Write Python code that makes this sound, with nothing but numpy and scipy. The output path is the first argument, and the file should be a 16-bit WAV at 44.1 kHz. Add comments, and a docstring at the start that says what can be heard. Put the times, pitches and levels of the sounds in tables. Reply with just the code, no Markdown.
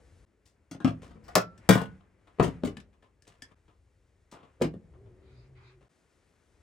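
"""Low room noise and a brief rub come first; then a full aluminium pot is set on a wooden bench, enamel
bowls knock on its lid and are put down beside it. Each impact excites the damped normal modes of the
struck thing, rattles on briefly and reverberates in a small plastered room. Hands, cloth and a dragging
slipper make friction noise, and two faint low tones swell near the end. Rumble lingers after the knocks,
with faint rustling between; three times the sound dips for an instant and the background level steps."""
import sys
import numpy as np
from scipy import signal
from scipy.io import wavfile
from scipy.ndimage import uniform_filter1d

SR = 44100
rng = np.random.default_rng(int(sys.argv[2]) if len(sys.argv) > 2 else 0)


def put_to_file(sound):
    """Save the sound as 16-bit audio at rate SR, in the file named by the first command-line argument."""
    columns = np.atleast_2d(sound).T  # one column per channel
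    safe = np.clip(columns, -1, 1)
    whole_steps = np.round(safe * 32767)
    wavfile.write(sys.argv[1], SR, whole_steps.astype(np.int16))


N = 291936

# impacts, levels relative: (time [s], thud [dB], ring [dB], crack [dB], left minus right [dB],
# rattle [dB], rattle time [s], contact noise [dB], mode pitch [ratio], ring length [ratio],
# frequency favoured by the struck spot [Hz], its gain [dB])
POT_IMPACTS = [(0.712, -44.5, -54.5, -46.5, 2.5, -3, 0.035, -1.5, 1.12, 0.76, 306, 6.5),
               (0.746, -43.5, -58, -66, 4, -1, 0.031, 7, 1.1, 1.5, 305, 2.5),
               (0.802, -46.5, -48.5, -64.5, 5, -1, 0.053, -1.5, 1.22, 0.94, 330, 1.5),
               (0.8455, -20.5, -33.5, -44.5, 4, -3.5, 0.053, -6.5, 1.01, 1.05, 232.6, 7),
               (0.876, -31.5, -42.5, -53, 7.5, -1.5, .03, 1, 0.99, 0.44, 260, -0.5),
               (0.906, -31.5, -56.5, -64.5, 3.5, -11, .03, -9, .97, 0.77, 170, 1),
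               (1.107, -52, -59.5, -74, 4.5, 2.5, 0.036, -3.5, 1.01, 0.58, 2933, 1),
               (1.154, -50, -65.5, -84, 4.5, 8.5, .04, -2.5, 0.85, 3, 1969, 3)]
# modes before the extra damping and each blow's ratios: (frequency [Hz], level [dB], t60 [s])
POT_MODES = [(115.8, -12.5, 0.35), (158, -7.5, 0.29), (208, 2, 0.066), (252, 5, 0.15), (360, -8, 0.17),
             (568, -7.5, 0.15), (672, -3, 0.14), (842.7, -10, 0.08), (1166, -0.5, 0.07),
             (1300, -1.5, 0.065), (1565, -4, 0.044), (2100, -3, 0.031), (2700, -3, 0.03), (3360, -7, 0.011),
             (5346, 0.5, 0.03)]
# spectrum of a blow: (gain [dB]) per contact band
POT_COLOUR_DB = [4, 4.5, 4, 3.5, 0.9, -12]


def pot():
    """Impact excitation: meeting the bench sets the full pot's normal modes ringing."""
    return impacts(POT_IMPACTS, POT_MODES, POT_COLOUR_DB, size=SR // 5)


# the lid's impacts, modes and blow spectrum; columns as for the pot
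LID_IMPACTS = [(1.238, -75, -75.5, -75, 4, 11, 0.049, -12.5, 1.005, 1.8, 5200, 14),
               (1.281, -61.5, -50, -63, 4, 2, 0.016, -17, 1.005, .8, 4996, 13),
               (1.287, -67, -51, -66, 3, 6, 0.03, -17, 1.03, 0.62, 690, 9),
               (1.3534, -29.5, -17.5, -18, 4.3, -12, 0.07, -12, 0.91, 0.95, 5200, 3),
               (1.362, -23, -27, -45, 4.6, -12, 0.04, -10, 1.002, .9, 540, 4),
               (1.6899, -12, -17, -18.5, 7.1, -2, 0.06, -6, 0.999, 0.86, 190, 5.5),
               (1.7532, -24.5, -29, -39.5, 5.4, -12.5, 0.038, 3, 0.999, 0.4, 300, 12),
               (1.775, -57.5, -35, -47.5, 9.5, 1, 0.094, 3.5, 1.003, 0.86, 1620, 3.8),
               (1.8143, -31, -40, -49, 8, -9, 0.028, 16, 1.07, 0.72, 255, 2.3)]
LID_MODES = [(117, -9.5, 0.5), (186, 1.5, 0.3), (256.5, -4, 0.14), (322, -5.5, 0.18), (434.4, -1, 0.15),
             (533, 0, 0.11), (678, 0, 0.1), (808, -3, 0.09), (1055, -7.5, 0.11), (1124, -6, 0.035),
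             (1232, -8.5, 0.1), (1450, 0.5, 0.06), (1478, -19, 1.2), (1580, -5, 0.12), (1910, -3.5, 0.087),
             (2200, -7, 0.05), (2394, -2, 0.09), (2757, -5.5, 0.09), (2806, -5.5, .09), (4148, -12, .03),
             (5000, -3, 0.037), (5560, 2, .03), (6060, -3, 0.029), (6815, -9.5, .025), (7800, 1.5, .025),
             (8400, -0.5, .025), (8700, -2.5, .03), (9200, -9, .02), (12100, -1.5, .02), (11500, -2.5, .02),
             (14900, 2.5, .02)]
LID_COLOUR_DB = [1, 1.7, 2.56, -3, -2, -3.5]


def lid():
    """Plate vibration: knocked by a bowl, the lid rings in modes that reach far into the treble."""
    return impacts(LID_IMPACTS, LID_MODES, LID_COLOUR_DB, size=SR // 4)


# the bowls' impacts, modes and blow spectrum; columns as for the pot
BOWL_IMPACTS = [(2.3968, -19, -24.5, -42, 6.4, -3.5, .04, 2, 0.99, 0.58, 1031, 2.2),
                (2.425, -23.5, -43, -34, 5.3, 7.5, 0.014, -5, 1.005, 0.78, 101, 3),
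                (2.438, -31, -43, -38, 11, 7.5, .04, 4, 1.005, 1, 696, 2.2),
                (2.478, -30.5, -54.5, -47, 7.8, -5, .03, -7, 1.005, 0.43, 204, 4.3),
                (2.635, -30, -43, -50, 6, -12, 0.046, -1.5, .95, 0.55, 245, 10.2),
                (2.646, -65, -49.5, -39, 5.5, 7.5, 0.029, -3, 0.83, .8, 703, 1.95),
                (2.67, -38.5, -48, -42.5, 4.7, 1.5, .03, 5.5, 1.12, 1.6, 230, 3.4),
                (4.612, -28.5, -39.5, -53, 1.8, 3, .04, 2.5, .96, 1.1, 360, 10.1),
                (4.619, -30.5, -35.5, -30, 3.3, -6.5, 0.049, -7, 1.045, 0.49, 690, 4.5),
                (4.643, -31, -44.5, -55, 2, 1, .04, -2, 0.94, 1.01, 170, 3.6),
                (4.738, -45.5, -65, -65, 2, -6, .03, 3, 1.1, 0.87, 190, 10.3)]
BOWL_MODES = [(67, -6.5, 0.3), (96, -11.5, 0.25), (166.7, -0.5, 0.48), (194.1, -0.5, 0.42),
              (261.6, 4, 0.17), (322, -7.5, 0.44), (361.6, 10, 0.068), (405.4, -3, 0.14),
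              (709, -6.5, 0.079), (1070, -10.5, 0.053), (1480, -5.5, 0.024), (1830, -4.5, 0.033),
              (2090, -3, 0.027), (2665, -2, 0.05), (3745, -2.5, 0.01998), (4600, -6, 0.03),
              (5800, -14, 0.017), (6776, -20.5, .02)]
BOWL_COLOUR_DB = [2.5, 9.5, 5.5, 0.23, -8, -18]


def bowls(edge_lead_s=0.012, edge_db=-28):
    """Shell vibration, excited twice: a bowl's edge meets the bench just before its foot lands."""
    foot = impacts(BOWL_IMPACTS, BOWL_MODES, BOWL_COLOUR_DB, size=SR // 5)
    return foot + undb(edge_db) * np.roll(foot, -int(edge_lead_s * SR), axis=1)


# a rim's impacts, modes and blow spectrum; columns as for the pot
RIM_IMPACTS = [(1.5778, -56, -67.5, -58, 3.6, -11, 0.01, 3, 1, 1.01, 5043, 1),
               (2.7685, -44.5, -43.5, -52, 5, -9.5, 0.0044, -2.5, 1.04, 0.44, 2990, 2.2),
               (2.801, -71.5, -59.5, -60, 12, -11, 0.0062, 0, 1.19, .5, 3000, 1.5),
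               (3.024, -75, -62, -78, 4.2, -10, .005, -15, 1.005, 1.01, 1700, 3),
               (3.2221, -74, -70, -58.5, 4.3, -25.5, 0.0044, -17, 1.01, .7, 8000, 3),
               (3.251, -80.5, -70, -70, 4, -19.5, .005, -3, 1.005, 0.93, 1700, 2),
               (3.276, -64.5, -70, -55, 2.9, -18, .008, -4, 1.16, 1.01, 7960, 3.3),
               (3.32, -76, -63, -72, 4, -18, .005, -4, 1.005, .7, 2500, 2.1),
               (3.4208, -59, -44.5, -45.5, 3.4, 1, 0.0035, -13, 1.03, 0.62, 5100, 6.6)]
RIM_MODES = [(230, 0.5, 0.036), (403, 0.5, .04), (1710, -0.5, 0.024), (2400, -5.5, 0.013),
             (3300, -12, 0.006), (5100, -1.5, 0.012), (5500, 1.5, .012), (6500, -2.5, .011),
             (7800, -3, 0.011)]
RIM_COLOUR_DB = [5, -2.5, -9, 2, -2.66, -18.5]


def rim():
    """Heavy damping: light touches on a rim die away so fast that they are heard as ticks."""
    return impacts(RIM_IMPACTS, RIM_MODES, RIM_COLOUR_DB, size=SR // 10)


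# the six contact bands, thud, body, ring, clink, crack and sizzle: (edge [Hz])
BANDS_HZ = [90, 230, 600, 1300, 3500, 9000, 16000]
# one value per contact band:
BAND_POSITION = [0.076, 0.36, 1.035, 1.39, 2.4, 2.2]  # (position [0 low, 1 middle, 2 high level])
BUILD_UP_S = [0.0027, 0.0048, 0.0025, 0.0031, 0.0002, 0.0017]  # (rise time [s])
NOISE_DB = [-3.5, -3.5, -1, -2, 0, -3]  # (contact noise against the modes [dB])
NOISE_T60_S = [0.11, 0.027, 0.039, 0.021, 0.07, 0.038]  # (t60 of contact noise [s])
CLICK_DB = [-15.5, -15, -2.5, -7.5, -9.5, -7.5]  # (click of first contact against the modes [dB])
CHATTER_DB = [-12.5, -7.5, -3, 8, 2, -1]  # (rattle gain [dB]); small contacts barely move the low modes
SPREAD_RAD = [0.079, 0.27, 0.99, 0.34, 0.094, 1]  # (phase spread between the channels [rad])
BAND_PAN_DB = [-0.77, -1.34, 0, 2.18, 1.73, -8.5]  # (left minus right [dB])


def impacts(table, modes, colour_db, size, damping_t60_s=0.6, treble_cycles=110):
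    """Modal superposition: each blow sums decaying modes, noise and a click; chatter repeats them."""
    out, t = np.zeros((2, N + SR)), np.arange(size) / SR
    hz, db, t60 = np.transpose(modes)[:, :, None]
    mode_band = np.clip(np.digitize(hz[:, 0], BANDS_HZ) - 1, 0, None)
    t60 = np.where(hz > 1600, np.minimum(t60, treble_cycles / hz), t60)  # the treble dies quickly
    t60 = 1 / (1 / t60 + 1 / damping_t60_s)  # an extra damping shortens every mode's ring
    impulse = 1. * (np.arange(size) == SR // 800)
    clicks = [band(impulse, BANDS_HZ[k], BANDS_HZ[k + 1]) for k in range(6)]
    for start, *levels_db, pan_db, rattle_db, rattle_s, noise_db, pitch, length, spot_hz, spot_db in table:
        pulses = chatter(rattle_db, rattle_s)
        # the struck spot moves, so the modes' share and pitch shift from blow to blow
        share, detune, phase = rng.standard_normal((3, len(hz), 1))
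        angle = 2 * np.pi * hz * pitch * (1 + 0.005 * detune) * t
        phase = phase * np.take(SPREAD_RAD, mode_band)[:, None]
        rings = undb(db + 0.4 * share) * np.sin([angle + phase, angle - phase]) * fade(t, t60 * length)
        sound = 0
        for k, level_db in enumerate(six_bands(levels_db, colour_db)):
            noise = undb(NOISE_DB[k] + noise_db) * contact_noise(k, size) * fade(t, NOISE_T60_S[k])
            ring = rings[:, mode_band == k].sum(axis=1)
            part = (noise + ring / (np.abs(ring).max() + 1e-9)) * np.clip(t / BUILD_UP_S[k], 0, 1)
            part += undb(CLICK_DB[k]) * clicks[k] / np.abs(clicks[k]).max()
            part += undb(CHATTER_DB[k]) * signal.fftconvolve(part, pulses, axes=1)[:, :size]
            peak_rms = np.sqrt(uniform_filter1d(np.mean(part ** 2, axis=0), size=SR // 100).max())
            sound += undb(level_db) * pan(BAND_PAN_DB[k]) * part / peak_rms
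        favoured = signal.lfilter(*signal.iirpeak(spot_hz, Q=2.5, fs=SR), sound)
        add(out, start, sound + (undb(spot_db) - 1) * favoured, pan_db)
    return out[:, :N]


def chatter(level_db, duration_s, contacts=80):
    """Rebound: tiny force pulses at random times weaken as the struck thing settles."""
    when, force = rng.random(contacts), rng.standard_normal(contacts)
    pulses = np.zeros((1, SR // 10))
    at = np.clip(when * duration_s * SR, 0, pulses.size - 1).astype(int)
    np.add.at(pulses[0], at, undb(level_db) * force * fade(when, 3.9) / 6)
    return pulses


# rubs, levels relative: (time [s], lows [dB], middle [dB], treble [dB], left minus right [dB], t60 [s])
RUBS = [(0.453, -91, -78.5, -67, 8.5, 0.22), (1.018, -51.5, -55.5, -62.5, 3, 0.3),
        (2.001, -98, -68, -90, 10, 0.13), (2.269, -67.5, -61.5, -78, 5.5, 0.13),
        (2.927, -77.5, -72, -86.5, 7, 0.14), (3.024, -71, -63, -80.5, 6, 0.19),
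        (3.267, -65, -64, -69.5, 3.5, 0.36), (3.512, -66.5, -61, -79.5, 8, 0.028),
        (3.679, -64.5, -64.5, -85, 5.5, 0.24), (4.313, -80, -63.5, -58, 5, 0.13),
        (4.322, -55.5, -50, -76.5, 3, 0.42), (4.429, -62.5, -58, -81, 8, 0.16),
        (4.934, -66, -62.5, -105.5, 3.5, 0.17), (5.058, -63.5, -74, -93.5, 13.5, 0.097),
        (5.806, -64, -69.5, -82.5, 5, 0.33)]
# friction spectrum: (gain [dB]) per contact band
RUB_COLOUR_DB = [1.04, 2, -1, 1, 1.3, -14]


def rubs(rise_s=0.0033, hold_s=0.0093, grain_db=2.5):
    """Uneven friction: hands and cloth make noise whose level jumps with the grip every few ms."""
    out, t = np.zeros((2, N + SR)), np.arange(SR // 4) / SR
    for start, *levels_db, pan_db, t60 in RUBS:
        envelope = np.clip(t / rise_s, 0, 1) * fade(np.clip(t - rise_s - hold_s, 0, None), t60)
        grip = np.repeat(rng.standard_normal(len(t) // 147), 147)
        envelope *= undb(grain_db * uniform_filter1d(grip, size=60))
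        bands_db = six_bands(levels_db, RUB_COLOUR_DB)
        noise = sum(undb(db) * contact_noise(k, len(t)) for k, db in enumerate(bands_db))
        add(out, start, envelope * noise, pan_db)
    return out[:, :N]


# slipper strokes: (time [s], rise [s], hold [s], fall [s], level [dB])
SLIPPER_STROKES = [(5.18, .13, 0.1, 0.1, -69), (5.544, 0.035, 0.12, 0.067, -63.5)]
# resonances of sole and floor at mid-stroke: (frequency [Hz], bandwidth [Hz], level [dB])
SOLE_RESONANCES = [(1000, 450, 0), (1450, 450, -1), (2250, 650, 3), (3200, 500, -6), (3900, 700, -2),
                   (4700, 600, -7), (5800, 2400, -10)]


def slipper(climb_per_s=0.3):
    """Source and filter: friction noise fills flickering resonances that climb as a stroke presses on."""
    out = np.zeros((2, N))
    for start, rise, hold, fall, db in SLIPPER_STROKES:
        rub = sum(undb(gain_db + 3.5 * walk(16)[:SR]) * pair(0.17, hz - width / 2, hz + width / 2, SR)
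                  for hz, width, gain_db in SOLE_RESONANCES)
        since = np.arange(N) / SR - start - rise - hold / 2
        read_at = (since + climb_per_s * since ** 2 / 2 + .5) * SR  # ever faster, so the pitch bends up
        stroke = np.array([np.interp(read_at, np.arange(SR), side) for side in rub / rub.std()])
        out += undb(db) * swell(start, rise, hold, fall) * stroke
    return out


# room decay: (frequency [Hz], t60 [s], level against the direct sound [dB], left-right coherence [0-1])
ROOM_DECAY = [(109, 0.45, -11.5, 0.7), (306, 0.28, -12.5, 0.9), (1060, 0.13, -0.5, 0),
              (3300, 0.13, -6.5, 0.2), (9100, 0.086, -13.5, 0.3), (13480, 0.11, -12, 0.03)]


def room(x, late_db=-21, late_db_per_band=-8, late_t60_s=0.6):
    """Reverberation: dense echoes build up and decay band by band; a weak, slow tail holds the lows."""
    t, response = np.arange(SR // 2) / SR, 0
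    hz = np.array(ROOM_DECAY)[:, 0]
    edges = np.r_[40, np.sqrt(hz[1:] * hz[:-1]), 17000]
    for k, (_, t60, db, coherence) in enumerate(ROOM_DECAY):
        decay = fade(t, t60) + undb(late_db + k * late_db_per_band) * fade(t, late_t60_s)
        tail = pair(coherence, edges[k], edges[k + 1], len(t)) * decay * np.clip(t / 0.017, 0, 1)
        band_share = (edges[k + 1] - edges[k]) / (SR / 2)
        energy = np.mean(np.sum(tail ** 2, axis=1))
        response += undb(db) * tail * np.sqrt(band_share / energy)
    return signal.fftconvolve(x.mean(axis=0)[None], response, axes=1)[:, :N]


# swells: (tone [0 lower, 1 upper], time [s], hold [s], fall [s], level [dB])
HUM_SWELLS = [(0, 4.92, 0.12, 0.095, -58.5), (0, 5.3, 0.22, 0.35, -56.5), (1, 4.94, .1, .25, -62.5),
              (1, 5.2, 0.538, .08, -68)]


def hum(tones_hz=(124, 380), waver_hz=(8, 16), rise_s=0.038):
    """Random modulation: two low tones waver in pitch and level as they swell and fade."""
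    out = 0
    for k, (hz, waver) in enumerate(zip(tones_hz, waver_hz)):
        gain = sum(undb(db) * swell(start, rise_s, hold, fall)
                   for tone, start, hold, fall, db in HUM_SWELLS if tone == k)
        gain *= undb(2 * walk(29))
        phase = 2 * np.pi * np.cumsum(hz + waver * walk(30)) / SR
        out += gain * np.sqrt(2) * np.sin(phase)
    return out


# low thump and rumble lingering after the knocks, with faint rustling between them:
# (time [s], lows [dB], treble [dB])
BACKGROUND_LEVELS = [(0, -54.5, -98), (.2, -94, -92), (0.751, -78, -88), (.92, -55, -70.5),
                     (1.199, -59.5, -76.5), (1.319, -54.5, -62), (1.5, -64.5, -81), (1.66, -58.5, -66),
                     (1.901, -60, -69.5), (2.1, -70.5, -81.5), (2.38, -65.5, -75), (2.451, -37.5, -51),
                     (2.62, -59, -74.5), (2.68, -45, -63), (3.0, -78, -101), (3.5, -70, -74),
                     (3.8, -70.5, -96.5), (4.5, -69, -77.5), (4.799, -60, -82.5), (5.1, -57.5, -79.5),
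                     (5.5, -61.5, -80), (5.86, -69.5, -82.5), (5.9, -87.5, -91.5), (6.45, -79.5, -90.5),
                     (6.62, -65, -79)]
# its four bands, rumble, body, rustle and hiss:
BACKGROUND_EDGES_HZ = [38, 100, 520, 2300, 9500]  # (edge [Hz])
BACKGROUND_COHERENCE = [1, 0.74, 0.63, 0.98]  # (left-right coherence [0-1])
BACKGROUND_COLOUR_DB = [1, -6, 2, -11.5]  # (gain [dB]); two on the lows, two on the treble
# room tone: (time [s], rumble [dB], body [dB], rustle [dB], hiss [dB], left minus right [dB])
ROOM_TONE_STEPS = [(0, -58.5, -68, -73.5, -77, 3.5), (0.251, -69.5, -74, -81.5, -88.5, 3),
                   (3.546, -69.5, -86, -82, -85.5, 2.9), (5.884, -75, -74, -77, -80, 4.1)]


def rumble_and_rustle(air_db=-103):
    """Incoherent addition: swelling noise and room tone sum in power, each band flickering alone."""
    t, out = np.arange(N) / SR, undb(air_db) * pair(.3, 9500, 21000)
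    levels, steps = np.array(BACKGROUND_LEVELS), np.array(ROOM_TONE_STEPS)
    step = np.digitize(t, steps[:, 0]) - 1
    for k, coherence in enumerate(BACKGROUND_COHERENCE):
        contour = undb(np.interp(t, levels[:, 0], levels[:, 1 + k // 2]) + BACKGROUND_COLOUR_DB[k])
        gain = np.hypot(contour, undb(steps[step, k + 1])) * undb(0.71 * walk(20))
        out += gain * pair(coherence, BACKGROUND_EDGES_HZ[k], BACKGROUND_EDGES_HZ[k + 1])
    return out * pan(steps[step, -1])


def dips(drop_s=0.00072, recovery_s=0.0042):
    """Amplitude modulation: a gain that drops and quickly recovers at each step of the room tone."""
    t, db = np.arange(N) / SR, 0
    for start, *_ in ROOM_TONE_STEPS[1:]:
        since = np.clip(t - start, 0, None)
        db -= 68 * np.minimum(since / drop_s, 1) * np.exp(-since / recovery_s)
    return undb(db)


def undb(db):
    """Amplitude ratio of a level in dB."""
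    return 10 ** (np.asarray(db) / 20)


def band(x, lo_hz, hi_hz, order=2):
    """Causal band-pass filtering along the last axis."""
    return signal.sosfilt(signal.butter(order, [lo_hz, hi_hz], "band", fs=SR, output="sos"), x)


def pair(coherence, lo_hz, hi_hz, size=N):
    """Partial coherence: left and right band noise of rms 1 share a part of their motion."""
    mid, side = band(rng.standard_normal((2, size)), lo_hz, hi_hz, order=3)
    both = np.sqrt(1 + coherence) * mid + np.sqrt(1 - coherence) * side * np.array([[1], [-1]])
    return both / both.std()


def contact_noise(k, size):
    """Noise in contact band k; phase spread lowers its left-right coherence."""
    return pair(np.cos(SPREAD_RAD[k]), BANDS_HZ[k], BANDS_HZ[k + 1], size)


def six_bands(levels_db, colour_db):
    """Spectral envelope: six band levels interpolated from a low, middle and high level."""
    return np.interp(BAND_POSITION, np.arange(3), levels_db) + colour_db


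def fade(t, t60):
    """Exponential decay, 60 dB down after t60."""
    return np.exp(-np.log(1000) * t / t60)


def swell(start, rise, hold, fall):
    """Trapezoidal envelope, times in seconds."""
    return np.interp(np.arange(N) / SR, np.cumsum([start, rise, hold, fall]), [0, 1, 1, 0])


def walk(rate_hz):
    """Slow fluctuation: straight glides between random values of unit spread."""
    hold = int(SR / rate_hz)
    return uniform_filter1d(np.repeat(rng.standard_normal(N // hold + 1), hold), hold)[:N]


def pan(db):
    """Level difference: left and right gains that lie db apart."""
    return undb(db * np.array([[.5], [-.5]]))


def add(out, start_s, sound, pan_db):
    """Superpose a sound at its time and side."""
    i = int(start_s * SR)
    out[:, i:i + sound.shape[1]] += sound * pan(pan_db)


def scene():
    """Superposition: impacts and rubs, their reverberation and the background, all under the dips."""
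    direct = undb(-3.0) * (bowls() + pot() + lid() + rim() + rubs())
    return (direct + room(direct) + rumble_and_rustle() + hum() + slipper()) * dips()


def record(dry, bass_hz=42, top_hz=16300):
    """Band limiting and soft saturation, with the right channel one sample late."""
    heard = np.array([dry[0], np.r_[0, dry[1, :-1]]])
    heard = signal.sosfilt(signal.butter(3, bass_hz, "high", fs=SR, output="sos"), heard)
    heard = .95 * np.tanh(heard / .95)
    return signal.sosfilt(signal.ellip(10, .2, 90, top_hz, fs=SR, output="sos"), heard)


dry = scene()
out = record(dry)
put_to_file(out)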